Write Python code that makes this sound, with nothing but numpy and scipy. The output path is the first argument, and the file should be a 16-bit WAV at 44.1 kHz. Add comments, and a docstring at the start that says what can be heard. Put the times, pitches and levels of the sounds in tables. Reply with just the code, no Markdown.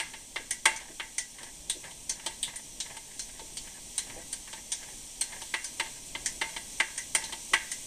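"""A brass pressure stove on a workbench, pumped up in front of one microphone, in mono.
Its silent burner hisses from the start, and the first full strokes end in knocks on the tank.
Then the pumping goes on more lightly: the rod clicks in its cap at each outer turn, the piston taps
and scrapes along the tube, and now and then air gurgles into the fuel. From about 5.5 s the knocks
are heavy again, over a hiss that has grown with the pressure."""
import sys
import numpy as np
from scipy import signal
from scipy.fft import rfft, irfft, next_fast_len
from scipy.io import wavfile
from scipy.ndimage import map_coordinates

SR = 44100
rng = np.random.default_rng(int(sys.argv[2]) if len(sys.argv) > 2 else 0)


def unload_wav(signal):
    """Save mono or channel-first audio to the path in sys.argv[1] as 16-bit WAV at rate SR, clipped to [-1, 1]."""
    wavfile.write(
        sys.argv[1],
        SR,
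        np.round(np.clip(np.atleast_2d(signal).T, -1, 1) * 32767).astype(np.int16),
    )


N = 346626


def amp(db):
    """Decibels to gain."""
    return 10 ** (np.asarray(db) / 20)


def wobble(rate_hz):
    """A smooth random curve with rate_hz knots a second."""
    knots = rng.standard_normal(int(N * rate_hz / SR) + 4)
    return map_coordinates(knots, [np.arange(N) * rate_hz / SR])


def filtered(x, response):
    """x through a gain given as a function of frequency."""
    size = next_fast_len(len(x) + 8192)
    return irfft(rfft(x, size) * response(np.fft.rfftfreq(size, 1 / SR)), size)[:len(x)]


def colour(x, spectrum):
    """x shaped by (freq_hz, level_db) points, at rms 1."""
    freq_hz, level_db = np.transpose(spectrum)
    shaped = filtered(x, lambda hz: amp(np.interp(np.log(hz + 1), np.log(freq_hz), level_db)))
    return shaped / np.sqrt(np.mean(shaped ** 2) + 1e-20)


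def band(x, low_hz, high_hz):
    """A causal band-pass."""
    return signal.sosfilt(signal.butter(4, [low_hz, high_hz], "band", fs=SR, output="sos"), x)


def at_level(x, db):
    """A short sound scaled to db rms over its first 25 ms."""
    head = x[:SR // 40]
    return amp(db) * x / np.sqrt(np.mean(head ** 2) + 1e-20)


def add(out, start_s, x):
    """Mix x into out from start_s on."""
    start = round(start_s * SR)
    x = x[max(-start, 0):max(len(out) - start, 0)]
    out[max(start, 0):][:len(x)] += x


def ping(t, hz, t60, spread, count):
    """A tight cluster of modes around hz that one contact happens to favour."""
    pitch_hz = hz * (1 + spread * rng.standard_normal((count, 1)))
    phase = rng.uniform(0, 2 * np.pi, (count, 1))
    modes = np.sin(2 * np.pi * pitch_hz * t + phase).sum(0)
    return modes * amp(-0.5 - 60 * t / t60) * np.sqrt(2 / count)


# Peaks and notches where the microphone stands: centre_hz, width_hz, gain_db
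BENCH_BANDS = [(721, 10.6, -28), (938, 19, 3), (1025, 8.7, -8), (1192, 30, -4.5), (1460, 19, -17.5),
               (1577, 52, 4), (1960, 9, 8), (2083, 6, 5.5), (2386, 30, -3), (2668, 14.6, -22),
               (3003, 13, -8.5), (3260, 190, 3), (3720, 39, -8), (4190, 11, 2), (4360, 130, -3.5),
               (4940, 250, -6.5), (5870, 17, 9.5), (6300, 18, 7), (6780, 57, -6), (7130, 64, 6),
               (7200, 63, -4), (7905, 25, 7), (8140, 25, 6), (8900, 26, -2.5), (8800, 28, 4.5),
               (9080, 61, 5.5), (9250, 45, -2)]

def bench_reflections(x):
    """Reflections off the bench and nearby things lift and cancel bands on the way to the microphone."""
    size = next_fast_len(N + SR // 2)
    hz = np.fft.rfftfreq(size, 1 / SR)
    db = sum(gain * np.exp(-0.5 * ((hz - centre) / width) ** 2) for centre, width, gain in BENCH_BANDS)
    # folding the cepstrum makes the filter causal
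    cepstrum = irfft(np.log(amp(db)), size)
    cepstrum[1:size // 2] *= 2
    cepstrum[size // 2 + 1:] = 0
    return irfft(rfft(x, size) * np.exp(rfft(cepstrum)), size)[:N]


# The low flutter of the flame and the workshop around it: freq_hz, density_db
FLAME_SPECTRUM = [(10, 2.5), (30, 1.5), (58, -4), (85, -12.5), (130, -8), (195, -10.5), (250, -7.5),
                  (330, -12), (450, -17.5), (750, -15.5), (1300, -32), (3000, -71)]
# The vapour jet inside the burner cap: freq_hz, density_db
JET_SPECTRUM = [(600, -10.5), (950, -9.5), (1200, -15), (1430, -20), (1650, -15.5), (2400, -6), (3300, -6),
                (4950, -2), (5700, -0.5), (6800, -1), (8100, 0.5), (9100, 0.5), (9800, -10.5), (11500, -14),
                (13600, -14), (15200, -25.5)]

def burner(start_db=-49.35, db_per_run=0.2916):
    """The vapour jet hisses through the cap above the flame's soft flutter; both grow with pressure."""
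    run_times_s = [tap_s for tap_s, _ in PISTON_RUNS]
    runs_done = np.interp(np.arange(N) / SR, run_times_s, np.arange(len(PISTON_RUNS)))
    jet_db = start_db + db_per_run * runs_done
    flame_db = -55 + 0.5 * (jet_db - jet_db.mean())
    jet = colour(rng.standard_normal(N), JET_SPECTRUM)
    flame = colour(rng.standard_normal(N), FLAME_SPECTRUM)
    return amp(jet_db + 0.49 * wobble(12)) * jet + amp(flame_db + 2 * wobble(7.5)) * flame


# Air bubbling into the fuel, inside the tank: start_s, relative_db, pitch_hz
AIR_GULPS = [(.395, -63, 337), (.89, -60.5, 392), (1.75, -59.5, 341), (3.41, -61.5, 429), (4.162, -56, 523),
             (7.51, -58, 405)]

def gurgles(t60=0.13, spread=0.279, glide_per_s=1.3, count=9):
    """Each gulp of air is a small cluster of bubbles whose pitch rises."""
    out, t = np.zeros(N), np.arange(SR // 4) / SR
    for start_s, db, hz in AIR_GULPS:
        age = np.maximum(t - np.linspace(0, 0.016, count)[:, None], 0)
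        pitch_hz = hz * np.exp(spread * rng.standard_normal((count, 1)))
        envelope = amp(-60 * age / t60) * (1 - np.exp(-age / 0.00037))
        bubbles = envelope * np.sin(2 * np.pi * pitch_hz * age * (1 + glide_per_s * age))
        add(out, start_s, at_level(bubbles.sum(0), db + 9))
    return out


# The piston runs along the pump tube, catching once with a light tap: tap_s, relative_db
PISTON_RUNS = [(0.8, -56.5), (1.384, -55), (1.839, -53), (2.196, -56), (2.475, -53.5), (2.86, -55.5),
               (3.111, -63), (3.29, -61.5), (3.671, -58.5), (4.097, -53), (4.474, -55.5), (4.828, -55),
               (5.321, -52.5), (5.86, -55), (6.49, -55), (6.9, -62), (7.22, -53)]

def piston_scrapes(run_s=0.18, lead_s=0.044, slips_per_s=55, slip_t60=0.13, scatter_db=4, gain_db=2):
    """In every run the piston sticks and slips at uneven moments, and the tank answers each slip."""
    t, force = np.arange(N) / SR, np.zeros(N)
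    for tap_s, db in PISTON_RUNS:
        position = 2 * (t - tap_s + lead_s) / run_s - 1  # -1 to 1 along the run
        force += amp(db) * np.sqrt(np.clip(1 - position ** 2, 0, 1))
    slips = (rng.random(N) < slips_per_s / SR) * amp(scatter_db * rng.standard_normal(N))
    slip_decay = amp(-60 * t[:SR // 4] / slip_t60)
    power = signal.fftconvolve(slips ** 2, slip_decay ** 2)[:N]
    friction = rng.standard_normal(N) * np.sqrt(np.abs(power))
    tank_spectrum = [(150, -1), (350, -9), (700, 1.5), (950, 2.5), (1420, -16), (1700, 3), (2200, -1),
                     (3300, -10), (5000, -11.5), (12000, -45)]
    return amp(gain_db) * force * colour(friction, tank_spectrum)


# Modes of the tank, legs and burner, the tank's boom first: pitch_hz, level_db, t60_s
BRASS_MODES = [(894, 2.5, 0.33), (347, -3, 0.31), (586, -15.5, 0.59), (679, -4.5, 0.18), (1090, 1.5, 0.08),
               (1220, 9.5, 0.019), (1650, -7, 0.44), (1760, -6, 0.074), (2010, -11.5, 0.18),
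               (2050, 0.5, 0.22), (2150, -7, 0.48), (2294, 1, 0.12), (2753, -3, 0.44), (2850, -5, 0.26),
               (3077, 7.5, 0.11), (3540, 1, 0.25), (4060, -16, 0.12), (4450, -20, .15), (8076, 10, 0.18),
               (8600, -7, 0.12), (8970, 8.5, 0.1), (9080, -2, 0.075)]
# The crowd of short-lived modes between them: freq_hz, density_db
CLATTER_SPECTRUM = [(120, -7), (330, -10), (520, -4.5), (750, -0.5), (950, 0), (1100, -3), (1250, -7.5),
                    (1420, -10.5), (1620, 0), (2200, 2.5), (2600, -3.5), (3200, 2.5), (4900, 1.5),
                    (6200, -0.5), (7600, -0.5), (9100, -2.5), (9700, -6), (12000, -16), (15000, -30)]

def strike(levels_db, edges_hz, pings, rise_s, hold_s, chatter_t60, modes_db, t60_scale,
           room_db, room_t60):
    """One metal contact: a snap, a brief chatter, the ringing modes and the workshop's answer."""
    t = np.arange(SR // 2) / SR
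    onset = 1 - np.exp(-t / rise_s)
    # bench and nearby things keep the chatter up for a few milliseconds
    chatter = amp(-60 * np.maximum(t - hold_s, 0) / chatter_t60)
    room = amp(room_db - 60 * t / room_t60)
    wash = colour(rng.standard_normal(len(t)), CLATTER_SPECTRUM) * np.hypot(chatter, room)
    pitch_hz, level_db, t60 = np.transpose(BRASS_MODES)[:, :, None]
    struck_db = level_db + modes_db + rng.normal(0, 1.55, pitch_hz.shape)
    phase = rng.uniform(0, 2 * np.pi, pitch_hz.shape)
    envelopes = amp(struck_db - 60 * t / (t60 * t60_scale))
    ring = np.sum(envelopes * np.sin(2 * np.pi * pitch_hz * t + phase), axis=0)
    snap = amp(-6.5 - 60 * t / 0.014) * rng.standard_normal(len(t))
    blow = onset * (wash + ring + pings) + snap
    # the point of contact decides how strongly each register speaks
    registers = zip(levels_db, edges_hz, edges_hz[1:])
    return sum(at_level(band(blow, low, high), db) for db, low, high in registers)


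# Borders of a click's ring, clank, tick and tink registers: edge_hz
CLICK_EDGES = [1400, 2600, 4900, 7600, 15500]
# The rod meets the pump cap: start_s, relative_db, brightness_db, note_hz, note_over_level_db
ROD_CLICKS = [(0.5075, -32.5, 2, 2020, -5), (0.761, -43, -7.5, 2210, -2), (1.181, -32, -2.5, 1974, -4),
              (1.697, -32.5, 7.5, 3740, 1), (2.0938, -32.5, -5, 4430, -8), (2.429, -37.5, 16, 3680, 7),
              (2.5574, -42.5, 8, 2000, -6), (2.8014, -36.5, -6, 4020, .5), (3.1928, -38.5, -5.5, 4200, -4),
              (3.5695, -40, -1, 4580, 0.5), (3.979, -31.5, 4, 4000, -4.5), (4.3265, -37, 5, 4380, -5.5),
              (4.7183, -33.5, -5.5, 3600, -5), (5.2105, -30.5, 6.5, 4330, -3), (5.6432, -37, -2, 4680, -10),
              (6.259, -31.5, -5.5, 1920, -5.5), (6.9773, -36.5, -1, 2026, -3),
              (7.239, -44.5, -5, 4120, 5.5), (7.7159, -36, -0.5, 1947, -5.5)]

def rod_clicks(tick_hz=6310, tink_hz=8760, thud_db=-18, idle_ring_db=-12.5, idle_clank_db=-9):
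    """Light, bright contacts: a note of their own under the rod's two high ones, and a faint thud."""
    out, t = np.zeros(N), np.arange(SR // 2) / SR
    edges_hz = KNOCK_EDGES[:1] + CLICK_EDGES  # the tank's thud lies below the other registers
    for start_s, db, bright_db, note_hz, note_db in ROD_CLICKS:
        pings = amp(-2.5) * ping(t, note_hz, t60=0.16, spread=0.04, count=9)
        pings += amp(-7) * ping(t, tick_hz, t60=0.11, spread=0.031, count=7)
        pings += amp(2) * ping(t, tink_hz * (1 + rng.normal(0, 0.0181)), t60=0.1, spread=0.022, count=7)
        # the register that holds the note speaks up
        middle_db = [note_db, idle_clank_db] if note_hz < CLICK_EDGES[1] else [idle_ring_db, note_db]
        levels_db = db + np.array([thud_db, *middle_db, -bright_db / 2, bright_db / 2])
        click = strike(levels_db, edges_hz, pings, rise_s=0.00036, hold_s=0.003, chatter_t60=0.083,
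                       modes_db=-22, t60_scale=1, room_db=-5.5, room_t60=0.26)
        add(out, start_s, click)
    return amp(-2.5) * out


# Borders of a knock's thud, ring, clank and crack registers: edge_hz
KNOCK_EDGES = [200, 1150, 2600, 4900, 15500]
# Colour of the piston's tap: ring_over_blow_db, crack_over_blow_db, squareness (0-1)
TAP_COLOUR = (5.7, -1, 0.1)
# The rod hits the tank: start_s, blow_db, ring_over_blow_db, crack_over_blow_db, squareness (0-1)
TANK_KNOCKS = [(-0.012, -33.5, 7, 3.5, 0.6), (0.1352, -48.5, 3.5, -4, 0.5), (0.3586, -38.5, 5.5, -8, 0),
               (0.6546, -28, 8, 5, 0.88), (0.9971, -41.5, 6.5, -14, 0.6), (1.43, -49.5, -5, 5, 0.3),
               (1.908, -52, -9, 1, .1), (2.2611, -35.5, -7, 1.5, 0), (2.967, -50, 1.5, 5.5, 0.85),
               (3.393, -48, -5, -5, 1), (4.528, -45.5, -3, -1, 0.6), (5.416, -45.5, -7, .5, 0.1),
               (5.5383, -36, 7, -3.5, 0.22), (5.7966, -33.5, 3.5, -1.5, 0.06), (6.1493, -40, 3.5, -13, 0),
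               (6.4126, -34.5, 5, -2.5, 0.74), (6.5629, -40.5, 1, -3, 0), (6.7992, -33, 10.5, -1, 0),
               (7.1488, -34.5, 6, 11.5, 1), (7.3235, -40, -5, -1.5, 0.13), (7.5338, -30.5, 10, 0, 0.2)]

def tank_knocks(ring_hz=2056, thud_db=-3, clank_db=1.5, boom_db=-0.5):
    """Knocks and the piston's taps set the whole tank ringing; a square blow also makes it boom."""
    out, t = np.zeros(N), np.arange(SR // 2) / SR
    boom_hz, _, boom_t60 = BRASS_MODES[0]
    taps = [(*run, *TAP_COLOUR) for run in PISTON_RUNS]
    for start_s, db, ring_db, crack_db, squareness in TANK_KNOCKS + taps:
        boom = ping(t, boom_hz, boom_t60, spread=0.011, count=3) * (1 - np.exp(-t / 0.001))
        pings = amp(-15.5) * ping(t, ring_hz, t60=0.16, spread=0.013, count=5)
        # the thin rod tinkles on after the blow
        pings += amp(-3.5) * ping(t, 8600, t60=0.13, spread=0.045, count=12)
        levels_db = db + np.array([thud_db, ring_db, clank_db, crack_db])
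        blow = strike(levels_db, KNOCK_EDGES, pings, rise_s=0.00073, hold_s=0.0069, chatter_t60=0.064,
                      modes_db=-15, t60_scale=0.57, room_db=-12, room_t60=0.4)
        add(out, start_s, blow + squareness * amp(db + boom_db) * boom)
    return amp(-2.42) * out


def scene():
    """The whole stove as it reaches the microphone across the bench, alike in both channels."""
    stove = bench_reflections(tank_knocks() + rod_clicks() + piston_scrapes() + gurgles() + burner())
    return np.array([stove, stove])


def record(dry):
    """The camera keeps nothing above its band limit."""
    limit_hz, fade_hz = 15350, 300
    return np.array([filtered(x, lambda hz: np.clip((limit_hz - hz) / fade_hz + 0.5, 0, 1))
                     for x in dry])


dry = scene()
out = record(dry)
unload_wav(out)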